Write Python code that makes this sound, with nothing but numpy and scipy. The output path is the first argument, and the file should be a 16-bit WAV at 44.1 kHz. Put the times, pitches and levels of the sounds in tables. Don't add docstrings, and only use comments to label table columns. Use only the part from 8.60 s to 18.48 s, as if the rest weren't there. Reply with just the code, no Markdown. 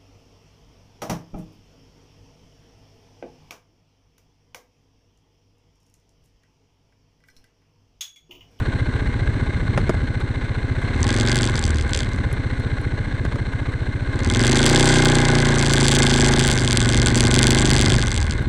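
import sys
import numpy as np
from scipy import signal
from scipy.fft import rfft, irfft
from scipy.io import wavfile
from scipy.ndimage import uniform_filter1d

SR = 44100
rng = np.random.default_rng(int(sys.argv[2]) if len(sys.argv) > 2 else 0)


def natural_amplitude(level_db):
    exponent = np.asarray(level_db, float) / 20
    return 10 ** exponent


def output_pcm(signal):
    pcm = np.clip(np.atleast_2d(signal).T, -1, 1) * 32767
    wavfile.write(sys.argv[1], SR, np.round(pcm).astype(np.int16))


N = 435708
IDLE_RATE = 14.8


def curves(rows):
    seconds, *columns = np.transpose(rows)
    return [np.interp(np.arange(N) / SR, seconds, column) for column in columns]


def steady(x, seconds=.4):
    size = int(seconds * SR)
    power = uniform_filter1d(uniform_filter1d(x ** 2, size), size)
    return x / np.sqrt(power + 1e-12)


def ring(x, modes, count=1):
    out = 0
    for k, (hz, width, db) in enumerate(modes):
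        part = x
        for _ in range(count):
            part = signal.lfilter(*signal.iirpeak(hz, hz / width, SR), part)
        out = out + (-1) ** k * natural_amplitude(db) * part
    return out


def noise(points):
    points_hz, db = np.transpose(points)
    hz = np.fft.rfftfreq(N, 1 / SR)
    gain = natural_amplitude(np.interp(np.log(hz + 1), np.log(points_hz), db, -90, -90))
    x = irfft(rfft(rng.standard_normal(N)) * gain, N)
    return x / x.std()


def train(clock, places, sizes):
    at = np.searchsorted(clock, places)
    return np.bincount(np.minimum(at, N - 1), sizes * (at < N) * (at > 0), N)


def swell(x, centre, width, height):
    return height * np.exp(-.5 * ((x - centre) / width) ** 2)


# (time [s], rate [firings/s])
SPEED = [(0.0, 14.93), (2.13, 14.67), (2.75, 24.59), (3.09, 19.02), (3.49, 17.49), (3.66, 15.4),
         (4.21, 14.54), (5.54, 14.91), (5.8, 22.96), (6.17, 31.3), (6.74, 29.94), (7.18, 27.21),
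         (7.81, 26.74), (8.19, 23.12), (8.65, 23.99), (8.88, 25.89), (9.29, 25.26), (9.88, 14.93)]
# (time [s], effort or drift
# against idle [dB])
EFFORT = [(0, 2), (1.1, 0.5), (1.6, -1.5), (2.2, -0.5), (2.55, 10), (2.82, 9), (3.0, 1.5), (3.6, -0.5),
          (5.45, -2), (5.8, 13), (6.2, 15), (7.1, 10.5), (7.7, 14), (8.0, 7.5), (8.75, 13), (9.32, 11),
          (9.5, 1.5), (9.88, -1)]


def follow(idle_db, share, per_rate=0):
    rate, effort = curves(SPEED)[0], curves(EFFORT)[0]
    return idle_db + np.minimum(effort, 0) + share * np.maximum(effort, 0) + per_rate * (rate - IDLE_RATE)


# (time [s], peak level [dB], half length [s])
GUSTS = [(.6, -28, 0.24), (1.223, -23, 0.16), (2.49, -36, 0.22), (3.0, -28, 0.17), (3.494, -28.5, 0.19),
         (4.6, -32.5, 0.17), (5.7, -36, 0.12), (7.4, -37, .4), (8.2, -26, 0.43), (8.898, -27.5, 0.36),
         (9.305, -24, 0.14), (9.69, -27.5, 0.26)]


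def wind():
    lumps = natural_amplitude(4.0 * noise([(1, 0), (6, -3), (12, -20)]))
    buffeting = noise([(4, -13), (10, -20), (30, -11), (60, 3.5), (110, -3.5), (250, -12)])
    t = np.arange(N) / SR
    calm_db = -43.5
    level = natural_amplitude(calm_db) + sum(swell(t, s, half_s, natural_amplitude(db)) for s, db, half_s in GUSTS)
    return level * steady(lumps * buffeting, 0.13)


# (time [s], snap peak [dB], thud [dB], scrape [dB])
KNOCKS = [(1.1757, -27, -5, -78), (1.1914, -35, -20, -41), (1.2937, -31, -2, -40),
          (1.3417, -35, -16.5, -42), (1.6018, -26, -21, -46), (2.216, -38, -29, -26),
          (3.728, -10, -26, -28), (3.998, -20, -28, -37), (4.2143, -24, -33, -40), (4.6506, -35, -12, -79),
          (4.723, -62, -19, -77), (4.757, -40, -17, -50), (4.929, -29, -38, -45), (5.1198, -26, -25, -47),
          (9.824, -22, -25, -34)]
# (frequency [Hz], width [Hz], level [dB])
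SHELL = [(103, 115, 1), (337, 270, 2.5), (657, 430, -4), (1300, 450, -10)]


def knocks():
    size = 4000
    out, t = np.zeros(N + size), np.arange(size) / SR
    for s, snap_db, thud_db, scrape_db in KNOCKS:
        snap_hiss, thump, scrape_hiss = rng.standard_normal((size, 3)).T
        snap = np.diff(snap_hiss, prepend=0) * np.exp(-t / .0012) * 0.18
        thud = ring(thump * np.exp(-t / 0.0058), SHELL)
        thud = thud / abs(thud).max()
        scrape = np.diff(scrape_hiss, prepend=0) * np.exp(-t / 0.0064) * 0.077
        out[round(s * SR):][:size] += natural_amplitude(snap_db) * snap + natural_amplitude(thud_db) * thud + natural_amplitude(scrape_db) * scrape
    return out[:N]


# (time [s], ring level [dB], top treble level [dB])
SLAMS = [(2.7574, -18, -47), (5.8682, -15.5, -51), (6.0638, -4, -38), (6.098, -16, -41), (6.1967, -13, -49),
         (6.2565, -15, -41), (6.4493, -21, -42), (7.0263, -16, -57), (7.136, -9.5, -38),
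         (7.2826, -6.5, -47), (7.3172, -13, -41), (7.3526, -14, -42), (7.3893, -16, -38), (7.794, -13, -48),
         (7.878, -15, -39), (7.9143, -13.5, -45), (8.1294, -13, -45), (8.1727, -6, -47), (8.471, -12, -62),
         (8.575, -19, -47), (8.6066, -6, -47), (8.742, -11, -47), (8.7906, 19, -40), (8.83, -5, -57),
         (8.8695, -3, -40), (8.9064, -11.5, -35), (8.948, -14, -49), (9.1038, -13.5, -45),
         (9.1336, -16, -50), (9.2128, -14, -45)]


def overload():
    s, _, top_db = np.transpose(SLAMS)
    clicks = train(np.arange(N) / SR, s, natural_amplitude(top_db + 18.0))
    burst = signal.oaconvolve(clicks, np.hanning(30), "same")
    band = signal.butter(4, [11500, 16200], "band", fs=SR, output="sos")
    return signal.sosfilt(band, burst * rng.standard_normal(N))


# (time [s], level [dB])
RATTLE = [
    [(2.2, -68), (2.394, -54), (2.422, -35.5), (2.862, -31), (2.924, -48), (2.986, -33), (3.302, -48.5),
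     (3.338, -29.5), (3.6, -61)],
    [(5.55, -56), (5.72, -31), (6.21, -25), (6.88, -33.5), (7.39, -25), (8.03, -30.5), (8.75, -29),
     (9.3, -27), (9.48, -36)],
    [(9.48, -38), (9.59, -29.5), (9.69, -52), (9.71, -29.5), (9.76, -52), (9.88, -68)],
]
# (from [s], to [s], place in cycle [turns], level [dB])
STRIKES = [(2.2, 3.6, .16, -2), (2.2, 3.6, .39, 0), (2.2, 3.6, .63, 0), (2.2, 3.6, .83, -9),
           (2.2, 3.6, .90, 0), (5.5, 6.1, .08, -3), (5.5, 6.1, .58, -3), (5.8, 6.5, .19, -3),
           (5.5, 6.9, .30, -2), (5.8, 6.9, .69, -2), (6.0, 6.9, .46, -11), (5.9, 7.7, .95, -7),
           (5.5, 9.9, .81, 2), (6.9, 9.9, .07, 0), (6.9, 9.9, .36, -2), (6.9, 9.9, .59, -2),
           (7.0, 7.9, .72, -2), (8.6, 9.3, .72, -4), (7.7, 9.9, .18, -10), (6.1, 6.9, .07, -11),
           (6.1, 6.9, .57, -9)]
# (frequency [Hz], width [Hz], level [dB])
BRACKET = [(2350, 1500, 8), (3394, 460, 14), (4570, 730, 10.5), (6060, 460, 8), (7430, 900, 8),
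           (11200, 1000, -5)]
# (frequency [Hz], density [dB per Hz])
BUZZ = [(3000, 11), (4500, 10.5), (5400, -6), (6200, -1.5), (8000, -6), (9200, 0), (10200, -22),
        (11500, -44)]


def rattle(turns):
    t, cycle = np.arange(N) / SR, np.arange(int(turns[-1]) + 1)
    when = np.interp(cycle, turns, t)
    rate = np.interp(when, t, curves(SPEED)[0])
    hits = np.zeros((len(BRACKET), N))
    for start, end, at, db in STRIKES:
        chance, scatter = .93 + .04 * db, .013 - .0015 * db
        roll = rng.random(len(cycle))
        size, late, side, back, *colour = rng.standard_normal((len(cycle), 4 + len(BRACKET))).T
        on = (when > start) * (when < end) * (roll < chance) * np.sign(side)
        places = cycle + at + scatter * late
        force = db + 4.0 * np.clip(size, -2.5, 1.5)
        rebound = force + .7 * (rate - 31) - 13.0 + 4.5 * back
        hits += [train(turns, places, on * natural_amplitude(force + 4.5 * c)) for c in colour]
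        rebound_s = 0.0028
        hits += [train(turns, places + rebound_s * rate, on * natural_amplitude(rebound - 1.2 * c)) for c in colour]
    scrape_share, scrape_s = .12, .0006
    scrape = signal.lfilter([scrape_share], [1, -np.exp(-1 / (scrape_s * SR))], abs(hits).mean(0))
    hits = hits + scrape * rng.standard_normal(N)

    level = sum(natural_amplitude(curves(rows)[0]) * (t >= rows[0][0]) * (t < rows[-1][0]) for rows in RATTLE)
    s, slam_db, _ = np.transpose(SLAMS)
    clear = uniform_filter1d(train(t, s, np.ones(len(s))), 240) < 1e-6
    high = signal.butter(2, 2000, "high", fs=SR, output="sos")
    struck = sum(ring(hit, [mode]) for hit, mode in zip(hits * clear, BRACKET))
    struck = signal.lfilter(*signal.butter(4, 9300, fs=SR), struck)
    struck = steady(signal.sosfilt(high, struck), 0.13)
    slam_pulses = train(t, s, natural_amplitude(np.minimum(slam_db, -7) + 17.5) * rng.choice([-1, 1], len(s)))
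    slam_edge = (8860, 5400, -9)
    slams = signal.sosfilt(high, ring(slam_pulses, BRACKET + [slam_edge]))
    return level * natural_amplitude(4.0) * struck + slams + level * natural_amplitude(-28) * noise(BUZZ)


# (frequency [Hz], width [Hz], level [dB])
CASE = [(559, 223, -19), (816.8, 39, -8), (1059, 200, -1), (1473, 60, 5.5), (1618, 113, 5), (2099, 94, 4),
        (2336, 240, -7)]
# (frequency [Hz], width [Hz], level [dB])
CASE_TOP = [(3300, 1000, -10.5), (3654, 420, -6), (4198, 177, -9)]
# (frequency [Hz], density [dB per Hz])
CASE_BODY = [(260, 11), (450, 13.5), (1100, -2), (1280, -4.5), (1480, -10), (2110, -7.5), (2960, -17),
             (4150, -28), (5200, -86), (6760, -63), (11400, -120)]
# (frequency [Hz], density [dB per Hz])
FIZZ = [(4000, -16), (4700, 1), (5100, -8), (5500, -2), (6100, -0.5), (7000, -7.5), (8200, 1.5),
        (9300, -11), (10400, -16.5), (11500, -28), (12500, -45)]
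# (place in cycle [turns], length [turns], level [dB])
VALVES = [
    (.06, 0.027, 5.5),
    (.40, 0.15, 2.5),
    (.66, 0.031, -2),
    (.90, 0.1, 5.5),
]


def chatter(turns):
    cycle = np.arange(int(turns[-1]) + 2)
    luck = natural_amplitude(1.5 * rng.standard_normal((len(cycle), len(VALVES))))[turns.astype(int)]
    gate = .2
    for k, (at, long, db) in enumerate(VALVES):
        distance = (turns - at + .5) % 1 - .5
        gate = gate + luck[:, k] * swell(distance, 0, long, natural_amplitude(db))
    ticks = rng.standard_normal(N) * natural_amplitude(2.0 * np.minimum(rng.exponential(1, N), 4))
    places, sizes = rng.random(60), rng.standard_normal(60)
    gears = train(turns, (cycle[:, None] + places).ravel(), np.tile(sizes, len(cycle)))
    tight = np.interp(curves(SPEED)[0], [16, 28], [.2, .4])
    case = steady(ring(gate * ticks, CASE + CASE_TOP))
    case += (.9 - 1.2 * tight) * steady(gate * noise(CASE_BODY))
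    case += tight * steady(ring(gate * gears, CASE[:2], count=2))
    fizz = steady((gate + 1.2) * noise(FIZZ))
    case_db = follow(idle_db=-33.5, share=0.38, per_rate=0.38)
    fizz_db = follow(idle_db=-56, share=0.13, per_rate=0.66)
    return natural_amplitude(case_db) * steady(case) + natural_amplitude(fizz_db) * fizz


# (order of the cycle, idle level [dB], share of effort, resonance [Hz], width [Hz], swell [dB])
FRAME = [
    (1, -46.5, 0.67, 31, 8, 14),
    (2, -32.5, 0.054, 47, 11.5, 5.5),
    (3, -34, .05, 64, 28, -2),
    (4, -31.5, 0.044, 77, 3.3, 12.5),
]
# (frequency [Hz], width [Hz], swell [dB])
FRAME_TOP = (127.6, 16.4, 10.4)


def shake(turns):
    crank_at = 0.311
    angle, rate = 2 * np.pi * (turns - crank_at), curves(SPEED)[0]
    first, second, third, fourth = (np.sqrt(2) * natural_amplitude(follow(db, share) + swell(order * rate, *tune))
                                    for order, db, share, *tune in FRAME)
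    fourth = fourth * natural_amplitude(swell(4 * rate, *FRAME_TOP))
    low = -first * np.sin(angle) - second * np.cos(2 * angle)
    return low + third * np.sin(3 * angle) + fourth * np.cos(4 * angle)


# (frequency [Hz], width [Hz], level [dB])
PIPE = [(41.8, 21, -30), (68.5, 60, -1.5), (108.7, 39.5, -0.5), (173, 118, 4)]
# (frequency [Hz], width [Hz], level [dB])
SILENCER = [(169, 91, -1), (239.2, 38.6, 7.5), (305.8, 19, 1), (369, 54.7, 0), (490.4, 53, -12),
            (602, 110, -20), (828, 400, -18), (1053, 53, -23)]
# (frequency [Hz], width [Hz], level [dB])
PUFF = [(276, 71, 5), (424, 310, -8)]


def exhaust(turns):
    rate, effort = curves(SPEED)[0], curves(EFFORT)[0]
    coasting = np.clip((rate - IDLE_RATE - 1) / 2, 0, 1) * np.clip(1 - effort / 6, 0, 1)
    tuned_db = swell(5 * rate, 124, 11.3, 1.92)
    pipe_db = follow(idle_db=-23, share=0.086) + tuned_db - 4.5 * coasting
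    silencer_db = -33 + effort

    firing_at, intake_later = 0.1746, 0.2116
    size, late = rng.standard_normal((int(turns[-1]) + 2, 2)).T
    place = turns - firing_at
    cycle = np.floor(place + .6).astype(int)
    strength = uniform_filter1d(natural_amplitude(1.0 * size)[cycle], 400)
    place = place + uniform_filter1d(.0015 * late[cycle], 400)
    intake = np.clip(.04 * effort, 0, 1)

    def wave(k, later=0):
        return np.cos(2 * np.pi * k * (place - later))

    blow_edge_hz = 134.3
    slow = sum((strength * wave(k) + intake * wave(k, intake_later)) / (1 + (k * rate / blow_edge_hz) ** 8)
               for k in range(5, 12))
    sharp = strength * sum(wave(k) / (1 + (8 / k) ** 6) for k in range(6, 36))
    gas = (.5 + np.exp(-(place % 1) / .5)) * rng.standard_normal(N)
    roar = np.interp(rate, [16, 21], [1.2, .2])
    silencer = steady(ring(sharp, SILENCER, count=2)) + roar * steady(ring(gas, PUFF, count=2))
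    pipe = steady(ring(slow, PIPE, count=2))
    pipe += .15 * steady(ring(gas, PIPE, count=2))
    return natural_amplitude(pipe_db) * pipe + natural_amplitude(silencer_db) * steady(silencer)


def scene():
    turns = np.cumsum(curves(SPEED)[0]) / SR
    engine = exhaust(turns) + shake(turns) + chatter(turns) + rattle(turns)
    return (wind() + knocks() + engine)[None]


def low_pass(x):
    return signal.sosfilt(signal.butter(12, 16960, fs=SR, output="sos"), x)


def record(dry):
    edge_hz, offset = 10900, -.0052
    hz = np.fft.rfftfreq(N, 1 / SR)
    treble = 1 / np.sqrt(1 + (hz / edge_hz) ** 32)
    rounded = .8 * np.tanh(dry / .8)
    wet = irfft(rfft(rounded) * treble, N) + overload()
    return low_pass(wet + offset)


dry = scene()
out = record(dry)
output_pcm(out)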